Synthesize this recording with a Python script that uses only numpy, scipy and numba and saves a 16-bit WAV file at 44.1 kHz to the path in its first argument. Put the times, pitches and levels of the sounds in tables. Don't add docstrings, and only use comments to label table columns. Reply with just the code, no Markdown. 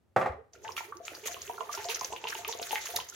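import sys
import numpy as np
from scipy import signal
from scipy.fft import rfft, irfft
from scipy.io import wavfile
from scipy.ndimage import uniform_filter1d
from numba import njit

SR = 44100
rng = np.random.default_rng(int(sys.argv[2]) if len(sys.argv) > 2 else 0)


def decibels_to_gain(level_db):
    exponent = np.asarray(level_db, float) / 20
    return 10 ** exponent


def wav_out(sig):
    wavfile.write(sys.argv[1], SR, np.round(np.clip(np.atleast_2d(sig).T, -1, 1) * 32767).astype(np.int16))


N = 138915

# start in seconds, level in dB, pitch in Hz.
AIR_GULPS = [(0.384, -47.5, 446), (0.686, -47, 460), (0.888, -47, 433), (1.122, -45, 320),
             (1.235, -42, 436), (1.482, -43.5, 423), (1.6, -41.5, 451), (1.779, -44, 405),
             (1.891, -38, 448), (2.128, -47.5, 456), (2.242, -44.5, 447), (2.357, -48, 379),
             (2.479, -38.5, 449.5), (2.593, -45, 435), (2.726, -41, 464), (2.894, -44, 491),
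             (0.611, -59.5, 396), (0.843, -53.5, 345), (0.959, -48.5, 356.5), (1.536, -50, 404),
             (1.676, -49.5, 431), (1.976, -52, 458), (2.16, -51, 349.6), (2.529, -71, 437),
             (2.712, -44.5, 418), (3.005, -51.5, 466)]
# start in seconds, level in dB, pitch in Hz, ring time in seconds.
PLOP_BUBBLES = [(.552, -47.5, 1420, 0.04), (.645, -42.5, 868, 0.29), (.692, -30.5, 1064, 0.027),
                (.766, -32, 1235, 0.023), (.777, -27, 1356, 0.035), (.808, -25, 950, 0.013),
                (.924, -27, 1165, 0.035), (1.002, -42.5, 669, 0.14), (1.081, -32, 1350, 0.023),
                (1.117, -44, 584, 0.054), (1.259, -36, 555, 0.048), (1.28, -38.5, 1073, 0.057),
                (1.292, -42.5, 685, .15), (1.343, -47, 668, 0.17), (1.367, -36.5, 1080, 0.036),
                (1.497, -28, 956, .06), (1.542, -41, 990, 0.039), (1.58, -30.5, 1389, 0.046),
                (1.608, -24, 1048, 0.029), (1.612, -35.5, 682, 0.04), (1.664, -60, 950, 0.027),
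                (1.694, -26, 1180, 0.051), (1.74, -34.5, 1362, 0.083), (1.776, -34, 1000, 0.026),
                (1.791, -36.5, 863, 0.071), (1.851, -35.5, 690, 0.17), (1.892, -35, 920, .08),
                (2.013, -23.5, 1033, 0.032), (2.047, -49, 870, 0.044), (2.104, -35.5, 653, 0.04),
                (2.123, -32, 890, 0.033), (2.135, -30.5, 1003, 0.039), (2.163, -41, 1020, 0.037),
                (2.24, -31.5, 856, 0.026), (2.252, -30, 986, 0.047), (2.298, -45.5, 1125, 0.16),
                (2.35, -36, 903, .04), (2.388, -38.5, 690, 0.079), (2.452, -32.5, 1216, 0.03),
                (2.489, -26, 940, 0.033), (2.535, -38.5, 1100, 0.046), (2.55, -43, 690, 0.067),
                (2.595, -32.5, 735, 0.04), (2.615, -34, 697, 0.05), (2.707, -35.5, 888, 0.086),
                (2.73, -25, 852, 0.055), (2.89, -42.5, 688, 0.1), (2.938, -36, 707, 0.12),
                (2.989, -26, 1000, 0.031), (3.123, -42.5, 1410, 0.044)]
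# start in seconds, level in dB, pitch in Hz.
DROP_TICKS = [(0.534, -35.5, 6270), (0.6802, -32.5, 2720), (0.767, -28.5, 2680), (0.7796, -25.5, 2360),
              (0.9703, -31.5, 6030), (1.052, -22.5, 6850), (1.0811, -27, 2456), (1.3442, -32, 2830),
              (1.4182, -19.5, 6620), (1.7297, -18, 6500), (1.887, -20.5, 3930), (1.901, -24.5, 2700),
              (1.9455, -16, 6200), (1.9583, -22, 5840), (2.0464, -13.5, 6080), (2.127, -34, 2800),
              (2.2416, -27.5, 2710), (2.2713, -26, 2800), (2.3018, -27.5, 5600), (2.4483, -26, 2510),
              (2.5265, -22.5, 3620), (2.628, -20.5, 4200), (2.7092, -25.5, 2800), (2.7569, -17.5, 2030),
              (2.858, -19, 6600), (3.0018, -28.5, 2960), (0.649, -34, 1636), (0.7205, -32.5, 5340),
              (1.1504, -32, 4700), (1.2395, -41, 2280), (1.2586, -31.5, 2020), (1.4774, -37.5, 2780),
              (1.607, -38, 2860), (1.75, -25.5, 5430), (1.7758, -35.5, 2830), (1.814, -42, 5270),
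              (1.8441, -28, 4730), (1.8534, -21.5, 6600), (1.993, -25, 6040), (2.0106, -17, 6360),
              (2.163, -32.5, 2680), (2.3222, -31.5, 1530), (2.3521, -28.5, 2800), (2.478, -33.5, 2970),
              (2.5147, -23, 6140), (2.5881, -25.5, 6700), (2.5981, -33.5, 2790), (2.8884, -32, 6300),
              (2.9618, -25.5, 3700), (3.087, -30, 6420)]
# start in seconds, level in dB.
FILM_SNAPS = [
    (2.478, -28.5),
    (2.9604, -22.5),
]
# time in seconds, splash level in dB.
STREAM_FLOW = [(0.523, -47.5), (.6, -62.5), (.7, -46), (0.818, -59), (1.02, -57.5), (1.1, -46.5),
               (1.23, -52), (1.33, -47.5), (1.682, -46.5), (1.72, -41.5), (2.04, -43.5), (2.21, -50.5),
               (2.3, -47), (2.82, -46), (2.981, -42.5), (3.06, -100), (3.14, -43)]
# start in seconds, level in dB.
SPRAY_BURSTS = [(0.7617, -35.5), (1.053, -44.5), (1.142, -42), (1.2548, -31.5), (1.422, -39),
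                (1.711, -35.5), (1.889, -30), (2.0173, -40.5), (2.278, -36), (2.322, -52), (2.477, -40),
                (2.6153, -30.5), (2.7127, -29.5), (2.852, -34.5), (2.957, -33), (3.081, -49)]
# frequency in Hz, level in dB per Hz.
SPLASH_COLOUR = [(1200, -10.5), (2000, -4.5), (2900, -5.5), (3500, -3.5), (5200, -4), (6600, 5.5),
                 (7300, -2)]
# frequency in Hz, level in dB per Hz.
SPRAY_COLOUR = [(7700, -25), (8600, -7), (13000, 2), (15800, 1.5)]
# frequency in Hz, level in dB per Hz.
SLOSH_COLOUR = [(45, -29), (72, 3.5), (130, -5.5), (220, -14.5), (400, 4), (1500, -26)]
# frequency in Hz, level in dB, 60 dB decay time in seconds.
BOWL_MODES = [(385, -8, .1), (447, -3, .1), (695, -1, .13), (888, -3, .1)]
# start in seconds, level in dB, rattle length in seconds.
KETTLE_BUMPS = [
    (0.163, -12.5, 0.021),
    (0.212, -19, 0.026),
    (0.249, -36, 0.011),
    (0.26, -22, 0.022),
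    (0.319, -41, 0.023),
]
# frequency in Hz, bandwidth in Hz, level in dB.
KETTLE_MODES = [(560, 35, 7), (808, 40, 7), (1187, 120, 0)]
# frequency in Hz, level in dB per Hz.
CLATTER_COLOUR = [(60, -46), (115, -9), (250, -19.5), (500, -4.5), (2200, -18), (3000, -33.5),
                  (7000, -47.5)]
# frequency in Hz, level in dB per Hz.
KITCHEN_COLOUR = [(40, -34), (75, 4), (175, -13), (260, -9), (3000, -34), (16000, -44)]

BUBBLES_PER_S, DROPS_PER_S, MIST_PER_S = 110, 500, 2500
BUMP_DB, CLATTER_DB = -12.5, -7.5
THUD_S, THUD_HZ, THUD_DB = 0.295, 76, -32
ROOM_T60_S, ROOM_DB, ROOM_DULL_HZ = 0.34, -4, 3320
KITCHEN_DB = -69.5
TOP_HZ = 15900


def shape(x, points):
    p = np.array(points, float)
    log_hz = np.log(np.arange(N // 2 + 1) * SR / N + 1)
    log_points = np.log(p[:, 0])
    beyond = np.maximum(log_points[0] - log_hz, 0) + np.maximum(log_hz - log_points[-1], 0)
    db = np.interp(log_hz, log_points, p[:, 1]) - 40 * beyond
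    return irfft(rfft(x) * decibels_to_gain(db), N)


def unit(x):
    return x / np.sqrt(np.mean(x ** 2))


def hiss(like):
    mid, side = rng.standard_normal((2, N))
    like = np.clip(like, 0, 1)
    common = mid * np.sqrt(1 + like)
    differing = side * np.sqrt(1 - like)
    return np.array([common + differing, common - differing]) / np.sqrt(2)


@njit
def rings(rows, n, sr):
    out = np.zeros((2, n))
    for s, size, hz, t60, rise, glide, pan, lag in rows:
        for c in range(2):
            start = (s + lag * (c - .5)) * sr
            first = max(int(start) + 1, 0)
            last = min(first + int((t60 + 3 * rise) * sr), n)
            gain = size * (pan if c == 0 else 1 / pan)
            for i in range(first, last):
                t = (i - start) / sr
                envelope = (1 - np.exp(-t / rise)) * np.exp(-np.log(1000) * t / t60)
                out[c, i] += gain * envelope * np.sin(2 * np.pi * hz * t * (1 + glide * t / 2))
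    return out


def bubbles(s, db, hz, t60, rise, glide, pan_db, lag_s):
    t60 = np.maximum(t60, 1e-4)
    rise = np.maximum(rise, 1e-5)
    columns = np.broadcast_arrays(s, decibels_to_gain(db), hz, t60, rise, glide, decibels_to_gain(pan_db / 2), lag_s)
    return rings(np.ascontiguousarray(np.array(columns, float).T), N, float(SR))


def fades(rows, rise_s):
    t = np.arange(N) / SR
    out = np.zeros(N)
    for s, db, t60 in rows:
        since = np.maximum(t - s, 0)
        decay = decibels_to_gain(-60 * np.minimum(since / max(t60, 1e-3), 4))
        out += decibels_to_gain(db) * (1 - np.exp(-since / rise_s)) * decay
    return out


def walk(rate):
    k = int(SR / rate)
    steps = np.repeat(rng.standard_normal(N // k + 1), k)
    return 1.3 * uniform_filter1d(steps, k)[:N]


def patchy():
    return 3.5 * walk(90)


def ring(x, hz, width):
    return signal.lfilter(*signal.iirpeak(hz, hz / width, fs=SR), x)


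def gurgle():
    s, db, hz = np.array(AIR_GULPS).T
    gulps = bubbles(s - .006, db + 6, hz * .9, t60=0.12, rise=0.013, glide=6.23, pan_db=-5.5, lag_s=0)
    s, db, hz, ring_s = np.array(PLOP_BUBBLES).T
    c = rng.standard_normal((len(s), 6)).T
    plops = bubbles(s - .001, db - 0.5, hz * .98, ring_s, rise=0.00086, glide=2.39,
                    pan_db=5.0 * c[0], lag_s=0.000099 * c[1])
    twin_hz = hz * (1 + 0.22 * np.sign(c[3]))
    twins = bubbles(s + 0.003067 * abs(c[2]), db, twin_hz, 0.22 * ring_s, rise=0.00054, glide=3.0,
                    pan_db=11.0 * c[1], lag_s=0.00015 * c[0])
    rough = decibels_to_gain(1.5 * walk(150))
    return bowl((gulps + plops + twins) * rough)


def ticks():
    s, db, hz = np.array(DROP_TICKS).T
    c = rng.standard_normal((len(s), 2)).T
    pan_db, lag_s = 2 * c[1], 4e-5 * c[0]
    note = bubbles(s - .0004, db - 6, hz, 30 / hz + 0.0027, 0.0001, 7.0, pan_db, lag_s)
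    crack = bubbles(s, db, 1.1 * hz, 5 / hz, .00005, 0, pan_db, lag_s)
    crack = signal.lfilter(*signal.butter(2, 900, "high", fs=SR), crack)
    noise = hiss(0.16)
    spatter = np.zeros((2, N))
    for start, level, f in zip(s, db, hz):
        band = unit(ring(ring(noise, f, 0.17 * f), f, 1.56 * f))
        spatter += fades([(start, level - 11, 200 / f + 0.0046)], 0.0013) * band
    snaps = fades([(a, b, .02) for a, b in FILM_SNAPS], 0.00032) * unit(shape(noise, SPRAY_COLOUR))
    dull = signal.ellip(6, 1, 18, 7050, fs=SR, output="sos")
    drops = decibels_to_gain(2) * note + decibels_to_gain(8) * crack + spatter * decibels_to_gain(patchy())
    return signal.sosfilt(dull, drops) + snaps


def grains(rate, lo_hz, hi_hz, cycles, spread_db, rise_cycles):
    c = rng.random((int(rate * N / SR), 5)).T
    hz = lo_hz * (hi_hz / lo_hz) ** c[1]
    db = -spread_db * np.log(c[2] + 0.0016)
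    pan_db, lag_s = 9 * (c[3] - .5), 0.00037 * (c[4] - .5)
    return unit(bubbles(c[0] * N / SR, db, hz, cycles / hz, rise_cycles / hz, 0.008 * hz, pan_db, lag_s))


def clumps():
    total = np.zeros((2, N))
    for hz in 1200 * 1.3 ** np.arange(8):
        band = ring(ring(hiss(0.29), hz, 0.55 * hz), hz, 0.54 * hz)
        total += band / np.sqrt(hz) * decibels_to_gain(5.57 * walk(35))
    return unit(total)


def stream():
    t, flow = np.arange(N) / SR, np.array(STREAM_FLOW)
    on = np.clip((t - flow[0, 0]) / 0.038, 0, 1)
    flow_db = np.interp(t, flow[:, 0], flow[:, 1])
    burst = fades([(s, db, .3) for s, db in SPRAY_BURSTS], 0.0062) * decibels_to_gain(patchy())

    blobs = bowl(grains(BUBBLES_PER_S, 406, 4550, 24.0, 1.3, 0.27)) * decibels_to_gain(flow_db - 11)

    drops = grains(DROPS_PER_S, 860, 8900, 9.6, 3.5, 0.49) + 1.14 * clumps()
    patter_db = 2 * walk(25)
    splash_gain = decibels_to_gain(flow_db - 7.0 + patter_db) + decibels_to_gain(-6.0) * burst
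    splash = unit(shape(drops, SPLASH_COLOUR)) * splash_gain

    mist = grains(MIST_PER_S, 8240, 12000, 7.3, 3.2, 0.5) + 0.74 * hiss(0.25)
    spray_gain = decibels_to_gain(flow_db - 14 + 2.74 * walk(31.5)) + decibels_to_gain(-11.5) * burst
    spray = unit(shape(mist, SPRAY_COLOUR)) * spray_gain

    heave_db = 3 * walk(14)
    slosh_db = -61.5 + 0.2 * (flow_db + 52) + heave_db
    slosh = unit(shape(hiss(0.57), SLOSH_COLOUR)) * decibels_to_gain(slosh_db)
    return on * (blobs + splash + spray + slosh)


def bowl(x):
    return x + sum(decibels_to_gain(db) * ring(x, hz, 4 / t60) for hz, db, t60 in BOWL_MODES)


def kettle_bumps():
    push = fades([(s - .001, db, 6 * length) for s, db, length in KETTLE_BUMPS], 0.0009)
    noise = hiss(.92)
    rattle = push * noise
    body = np.zeros((2, N))
    for k, (hz, width, db) in enumerate(KETTLE_MODES):
        body += (-1) ** k * decibels_to_gain(db) * ring(rattle, hz, width)
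    clatter = push * shape(noise, CLATTER_COLOUR)
    scale = np.sqrt(np.mean(rattle ** 2))
    impact = scale * (decibels_to_gain(BUMP_DB) * unit(body) + decibels_to_gain(CLATTER_DB) * unit(clatter))

    knock = bubbles([.1628, .217, .2605], [-5, -13, -12], [800, 600, 800], .022, .002, 0, 0, 0)
    thud = bubbles([THUD_S, .2], [THUD_DB, -44], [THUD_HZ, 110], 0.13, 0.0022, 0, 0, 0)
    bright_noise = unit(shape(hiss(0.21), [(3000, -17), (7000, -14.5), (15500, -22.5)]))
    bright = fades([(KETTLE_BUMPS[0][0], -54, .35)], 0.0008) * decibels_to_gain(patchy()) * bright_noise
    return impact + thud + bright + knock


def room(x):
    t = np.arange(SR) / SR
    decay = decibels_to_gain(-60 * t / ROOM_T60_S) * (t > .003)
    mid, side = rng.standard_normal((2, SR)) * decay
    side = signal.lfilter(*signal.butter(1, 700, "high", fs=SR), side)
    tail = np.array([mid + side, mid - side]) / np.sqrt(2 * np.sum(mid ** 2))
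    dull = signal.lfilter(*signal.butter(1, ROOM_DULL_HZ, fs=SR), x.mean(axis=0))
    return decibels_to_gain(ROOM_DB) * signal.fftconvolve(tail, dull[None], axes=1)[:, :N]


def kitchen_floor():
    return decibels_to_gain(KITCHEN_DB) * unit(shape(hiss(0.42), KITCHEN_COLOUR))


def scene():
    near = gurgle() + ticks() + stream() + kettle_bumps()
    near = near * decibels_to_gain([[-.6], [.6]])
    return near + room(near) + kitchen_floor()


def low_pass(x):
    return signal.sosfilt(signal.butter(12, 16970, fs=SR, output="sos"), x)


def record(dry):
    no_rumble = signal.lfilter(*signal.butter(2, 50, "high", fs=SR), dry)
    mix = signal.sosfilt(signal.ellip(8, .2, 45, TOP_HZ, fs=SR, output="sos"), no_rumble)
    return low_pass(mix)


dry = scene()
out = record(dry)
wav_out(out)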